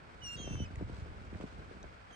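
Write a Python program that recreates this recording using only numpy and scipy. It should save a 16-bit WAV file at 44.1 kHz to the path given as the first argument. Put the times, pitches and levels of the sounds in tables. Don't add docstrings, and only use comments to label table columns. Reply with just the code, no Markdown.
import sys
import numpy as np
from scipy import signal
from scipy.fft import rfft, irfft
from scipy.io import wavfile
from scipy.ndimage import uniform_filter1d

SR = 44100
rng = np.random.default_rng(int(sys.argv[2]) if len(sys.argv) > 2 else 0)


def persist_wave(psi):
    counts = np.round(np.clip(psi, -1, 1) * 32767).astype(np.int16)
    wavfile.write(sys.argv[1], SR, np.atleast_2d(counts).T)


N = 94815
T = np.arange(N) / SR
HZ = np.maximum(np.fft.rfftfreq(N, 1 / SR), 1)
SIDES = np.array([[.5], [-.5]])
PITCH_JITTER, RASP_DEPTH = 0.0024, 0.56


def from_db(db):
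    return 10 ** (np.asarray(db) / 20)


def rms_one(x):
    return x / np.sqrt(np.mean(x ** 2) + 1e-20)


def in_time(rows):
    times, *columns = np.transpose(rows)
    return [np.interp(T, times, column) for column in columns]


def at_hz(points, hz):
    f, value = np.transpose(points)
    return np.interp(np.log(hz), np.log(f), value)


def drift(rate_hz):
    return rms_one(irfft(rfft(rng.standard_normal(N)) / (1 + (HZ / rate_hz) ** 2), N))


def noise(eq):
    return rms_one(irfft(rfft(rng.standard_normal(N)) * from_db(at_hz(eq, HZ)), N))


def two_ports(x, lead_rad, pan_db=0):
    turn = np.exp(-1j * lead_rad * np.array([[0], [1]]))
    return irfft(rfft(x) * turn * from_db(pan_db * SIDES), N)


def add(out, start_s, x):
    i = int(start_s * SR)
    out[..., i:i + x.shape[-1]] += x[..., :N - i]


def water(level_db=-56, flicker_db=1.76):
    # f/Hz, relative level/dB
    eq = [(25, -14), (60, -5), (130, -11), (220, -14), (400, -12), (550, -9.5), (850, -9.5), (1100, -11),
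          (1500, -8), (1850, -16), (2200, -14.5), (3000, -22), (5000, -29), (7000, -38), (8200, -36),
          (9200, -43), (10500, -56), (15000, -56)]
    # f/Hz, shared power/0-1
    likeness = [(60, 0.59), (250, 0.93), (480, 0.11), (800, 0.55), (1300, 0.49), (1650, 0.16), (2100, 0.19),
                (3300, 0.26), (9000, 0.28)]
    # f/Hz, left lead/rad
    lead = [(60, -1), (330, -0.17), (620, -3.5), (1500, -3), (1900, -6.5), (2900, -4.5), (4200, -12),
            (15000, -11)]
    # f/Hz, pan/dB
    pan = [(300, 2), (700, 2), (1300, -3), (2400, -1), (4400, 1), (8000, 5.5), (12000, 0)]
    alike = at_hz(likeness, HZ)
    shared, left, right = (rfft(noise(eq) * from_db(flicker_db * drift(42))) for _ in range(3))
    pair = irfft(np.sqrt(alike) * shared + np.sqrt(1 - alike) * np.array([left, right]), N)
    return from_db(level_db) * two_ports(pair, at_hz(lead, HZ), at_hz(pan, HZ))


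def hiss(grain_db=3, pan_db=1.5):
    # t/s, level/dB
    swells = [(0, -99), (.17, -72.5), (.3, -69), (.47, -65), (.56, -67.5), (.68, -73.5), (.87, -73.5),
              (.98, -64), (1.08, -75.5), (1.27, -73.5), (1.42, -66.5), (1.56, -72.5), (1.8, -76),
              (2.15, -92)]
    # f/Hz, relative level/dB
    eq = [(800, -15), (1600, 9), (3000, 12), (5000, 8.5), (7000, 4), (8700, 4.5), (10500, -46),
          (15000, -14)]
    db, = in_time(swells)
    pair = np.array([noise(eq) for _ in range(2)]) * from_db(grain_db * drift(170))
    return from_db(db + pan_db * SIDES) * rms_one(pair)


def ticks(decay_s=0.0014, top_hz=8650):
    # t/s, peak before the high cut/dB, f/Hz, reach above f/octaves (half that below), pan/dB
    taps = [(0.555, -40.5, 1350, 0.51, 3.5), (0.757, -42.5, 1810, 0.32, -4), (.758, -39.5, 7140, 0.88, 7.5),
            (1.341, -49, 2200, 0.34, 1), (1.348, -45, 1480, 0.58, -6), (1.412, -46, 1840, 0.66, -6),
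            (1.828, -53, 3830, 0.058, 0), (1.829, -49, 5830, 0.076, 2), (1.83, -51, 7500, 0.7, 6)]
    # f/Hz, left lead/rad
    lead = [(400, 0), (800, -8), (1400, -2), (2200, -1.5), (8000, -1.5)]
    out, t = np.zeros((2, N)), T[:SR // 30]
    for start_s, db, hz, octaves, pan_db in taps:
        tap = signal.unit_impulse(len(t)) + 0.14 * rng.standard_normal(len(t)) * np.exp(-t / decay_s)
        band_hz = [hz / 2 ** (octaves / 2), hz * 2 ** octaves]
        tap = signal.sosfilt(signal.butter(2, band_hz, "band", fs=SR, output="sos"), tap)
        add(out, start_s, from_db(db + pan_db * SIDES) * tap / np.abs(tap).max())
    out = signal.sosfilt(signal.butter(12, top_hz, fs=SR, output="sos"), out)
    return two_ports(out, at_hz(lead, HZ))


def buffets(wake_gain=0.028, wake_decay_s=0.0077, low_cut_hz=49):
    # t/s, peak level/dB, high cut/Hz
    eddies = [(.152, -49, 240), (0.224, -46, 190), (.352, -41.5, 265), (0.397, -38.5, 388),
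              (0.441, -39.5, 470), (0.474, -34, 616), (0.504, -30.5, 241), (.512, -40, 332),
              (.533, -39.5, 521), (.543, -35.5, 385), (0.547, -33, 127), (.565, -37.5, 200),
              (0.6, -31, 330), (0.613, -30, 200), (.632, -40, 293), (0.704, -43, 560), (.763, -36.5, 170),
              (0.809, -34, 480), (0.819, -32.5, 320), (0.825, -40, 100), (0.895, -40, 460),
              (.917, -42.5, 262), (1.012, -35.5, 129), (1.059, -43.5, 486), (1.105, -57, 360),
              (1.208, -48.5, 335), (1.326, -39, 466), (1.35, -39, 390), (1.4, -37.5, 550),
              (1.41, -40, 1020), (1.436, -34.5, 460), (1.522, -50, 452), (1.581, -41.5, 192),
              (1.71, -41.5, 524), (1.764, -44.5, 330), (1.838, -44.5, 102), (1.84, -40.5, 580)]
    out, t = np.zeros(N), T[:SR // 5]
    for start_s, db, top_hz in eddies:
        wake = wake_gain * rng.standard_normal(len(t)) * np.exp(-t / wake_decay_s)
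        kick = signal.unit_impulse(len(t)) + wake
        for hz in np.geomspace(42.6, 2425, 11):
            pole = np.exp(-2 * np.pi * hz / SR)
            kick = signal.lfilter([-pole, 1], [1, -pole], kick)
        thump = signal.sosfilt(signal.butter(2, [low_cut_hz, top_hz], "band", fs=SR, output="sos"), kick)
        thump = signal.sosfilt(signal.butter(2, top_hz, fs=SR, output="sos"), thump)
        add(out, start_s, from_db(db) * thump / np.abs(thump).max())
    return out


def wind(rumble_trim_db=-1, flutter_trim_db=-3.5, apart_trim_db=-10.5, rough_db=0.5):
    # t/s, rumble level/dB, flutter level/dB
    gusts = [(0.0, -66, -56.5), (0.26, -54.5, -57.5), (0.32, -56, -60.5), (0.38, -52.5, -49.5),
             (0.49, -44, -48.5), (0.55, -40.5, -49), (0.62, -43, -48.5), (0.69, -48.5, -56),
             (0.83, -45, -46.5), (0.85, -42, -61), (0.89, -45, -48.5), (1.26, -50.5, -55.5),
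             (1.35, -45, -49.5), (1.46, -57, -48), (1.48, -54.5, -58.5), (1.6, -49, -50.5),
             (1.63, -54, -53.5), (1.86, -56, -54), (1.89, -56, -63), (2.15, -66, -67.5)]
    # f/Hz, relative level/dB
    rumble_eq = [(20, -20), (32, -32.5), (45, 0), (58, 4.5), (85, 2), (120, -7), (180, -15.5), (300, -54.5),
                 (600, -101.5)]
    # f/Hz, relative level/dB
    flutter_eq = [(60, -21.5), (120, -6.5), (180, -2), (300, -7.5), (450, -10), (700, -16.5), (1200, -24.5),
                  (3000, -96)]
    rumble_db, flutter_db = in_time(gusts)
    rumble = noise(rumble_eq)
    rumble /= np.sqrt(uniform_filter1d(rumble ** 2, size=3000))
    rumble *= from_db(rumble_db + rumble_trim_db)
    flutter = rms_one(noise(flutter_eq) * from_db(rough_db * drift(42)))
    flutter *= from_db(flutter_db + flutter_trim_db)
    apart = from_db(rumble_db + apart_trim_db) * np.array([noise(rumble_eq) for _ in range(2)])
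    return apart + two_ports(rumble + flutter + buffets(), lead_rad=-0.99)


def partial(hz, db):
    # f/Hz, pan/dB
    pan = [(2600, -4), (2850, -5), (3200, -8.5), (3800, -8.5), (4300, 1), (5500, 2), (5850, 11),
           (6300, 9.5), (7000, 2), (9000, 0)]
    # f/Hz, left lead/rad
    lead = [(2700, 1.5), (3200, 1), (4200, 0), (5600, -2), (5850, -2.5), (6300, -7.5), (7000, -5),
            (8500, -6), (11000, -11), (12400, -8.5), (15500, -12.5)]
    # f/Hz, gain/dB
    eq = [(9100, 1), (9900, -10), (11200, -7), (12600, -4.5), (15300, -4.5)]
    phase = 2 * np.pi * np.cumsum(hz) / SR + at_hz(lead, hz) * SIDES
    return np.sqrt(2) * from_db(db + at_hz(eq, hz) + at_hz(pan, hz) * SIDES) * np.sin(phase)


def flicker(depth_db=2):
    return depth_db * drift(17)


def rough(depth):
    return rms_one(1 + depth * drift(88))


def gate(rows):
    return uniform_filter1d(1. * (T > rows[0][0]) * (T < rows[-1][0]), size=90)


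def clear_note(rows, rasp_jitter=0.0092):
    # multiple of the pitch, level against the fundamental/dB
    overtones = [(4, -39), (5, -31.5)]
    # multiple of half the pitch, level against the rasp curve/dB
    rasp_lines = [(3, -2), (5, 2), (7, 2), (9, -5), (11, -9)]
    hz, db, octave_db, third_db, rasp_db = in_time(rows)
    hz *= 1 + PITCH_JITTER * drift(140)
    out = partial(hz, db) + partial(2 * hz, octave_db) + partial(3 * hz, third_db)
    out += sum(partial(k * hz, db + rel_db + flicker()) for k, rel_db in overtones)
    half_hz = hz / 2 * (1 + rasp_jitter * drift(100))
    out += sum(partial(k * half_hz, rasp_db + rel_db) * rough(RASP_DEPTH) for k, rel_db in rasp_lines)
    return out * gate(rows)


def voice_break(octave_rel_db=-19):
    # t/s, f/Hz, relative level/dB
    squeak = [(.359, 4590, -81), (.365, 4720, -60), (.37, 4660, -65.5), (.376, 4690, -82)]
    hz, db = in_time(squeak)
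    return (partial(hz, db) + partial(2 * hz, db + octave_rel_db)) * rough(RASP_DEPTH) * gate(squeak)


def whine(low_jitter=0.015, third_rel_db=-19.5, waver_db=1.5, sideband_waver_db=2.2):
    # t/s, high f/Hz, low f/Hz,
    # then relative level/dB of the fundamental, octave, lower sideband and upper sideband
    voices = [(.359, 3365, 510, -74, -97, -79, -81), (.368, 3340, 489, -64, -58.5, -68, -61.5),
              (.385, 3293, 495, -57, -72, -70, -63), (.41, 3230, 465, -54, -57.5, -73, -72),
              (.44, 3195, 438.4, -54.5, -61.5, -62.5, -77), (.47, 3122, 395.3, -57.5, -66.5, -58.5, -72),
              (.51, 3093, 382, -62.5, -61, -59, -70), (.55, 3076, 372, -65.5, -60.5, -60, -71.5),
              (.59, 3061, 377, -56, -68.5, -60.5, -77), (.63, 3008, 356, -52.5, -62.5, -68, -78),
              (.645, 2995, 346, -57, -64.5, -58.5, -75), (.656, 2960, 340, -67, -91, -75, -83)]
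    # multiple of the high voice, of the low voice, level against the octave/dB
    combinations = [(2, -2, -23), (2, 1, -12), (3, -2, -22)]
    # t/s, relative level/dB
    second_sideband = [(.395, -75), (.41, -65), (.437, -71), (.475, -82), (.65, -84)]
    # t/s, relative level/dB
    below_octave = [(.36, -85), (.372, -62.5), (.398, -65), (.412, -79), (.43, -61), (.49, -64.5),
                    (.54, -66.5), (.63, -66), (.656, -79)]
    high, low, db, octave_db, lower_db, upper_db = in_time(voices)
    high *= 1 + PITCH_JITTER * drift(110)
    low *= 1 + low_jitter * drift(150)
    out = partial(high, db) + partial(2 * high, octave_db)
    out += partial(high - low, lower_db + sideband_waver_db * drift(25))
    out += partial(high + low, upper_db + flicker())
    out += sum(partial(k * high + m * low, octave_db + rel_db + flicker()) for k, m, rel_db in combinations)
    out += partial(high + 2 * low, in_time(second_sideband)[0]) * rough(RASP_DEPTH)
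    out += partial(2 * high - low, in_time(below_octave)[0] + sideband_waver_db * drift(25))
    out += sum(partial(hz, octave_db + third_rel_db + flicker()) for hz in (3 * high, 3 * high - low))
    return out * gate(voices) * rough(depth=0.11) * from_db(waver_db * drift(41))


def bird(echo_top_hz=4500):
    # t/s, f/Hz, then relative level/dB of fundamental, octave, third harmonic, rasp
    opening = [(.207, 2930, -88, -89, -100, -100), (.22, 2960, -55, -77, -99.5, -104),
               (.243, 2910, -52.5, -53.5, -63.5, -91), (.266, 2842, -49, -48.5, -62, -64.5),
               (.285, 2800, -49, -50, -80, -64.5), (.297, 2780, -46.5, -56, -78, -68),
               (.33, 2800, -47.5, -61, -63, -65), (.357, 2777, -48, -57, -61.5, -73),
               (.368, 2920, -82, -82, -90, -91)]
    ending = [(.644, 2674, -72, -80, -88, -95), (.652, 2590, -56, -76, -85, -92),
              (.664, 2530, -60.5, -65, -74, -101), (.674, 2484, -83, -82, -92, -100)]
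    next_call = [(2.1, 3350, -86, -95, -92, -98), (2.111, 3255, -61.5, -75, -77, -97),
                 (2.119, 3140, -95, -86, -102, -100), (2.129, 3200, -66, -68.5, -66, -100),
                 (2.15, 3104, -64, -72, -70, -98)]
    # delay/s, level/dB
    echoes = [(.023, -27), (.051, -23), (.094, -21)]
    out = clear_note(opening) + voice_break() + whine() + clear_note(ending) + clear_note(next_call)
    dull = signal.sosfilt(signal.butter(2, echo_top_hz, fs=SR, output="sos"), out)
    for delay_s, db in echoes:
        add(out, delay_s, from_db(db) * dull[::-1])
    return out


def scene():
    return bird() + wind() + water() + hiss() + ticks()


def record(dry):
    stop_db, stop_hz = 60, 16485
    return signal.sosfilt(signal.cheby2(14, stop_db, stop_hz, fs=SR, output="sos"), dry)


dry = scene()
out = record(dry)
persist_wave(out)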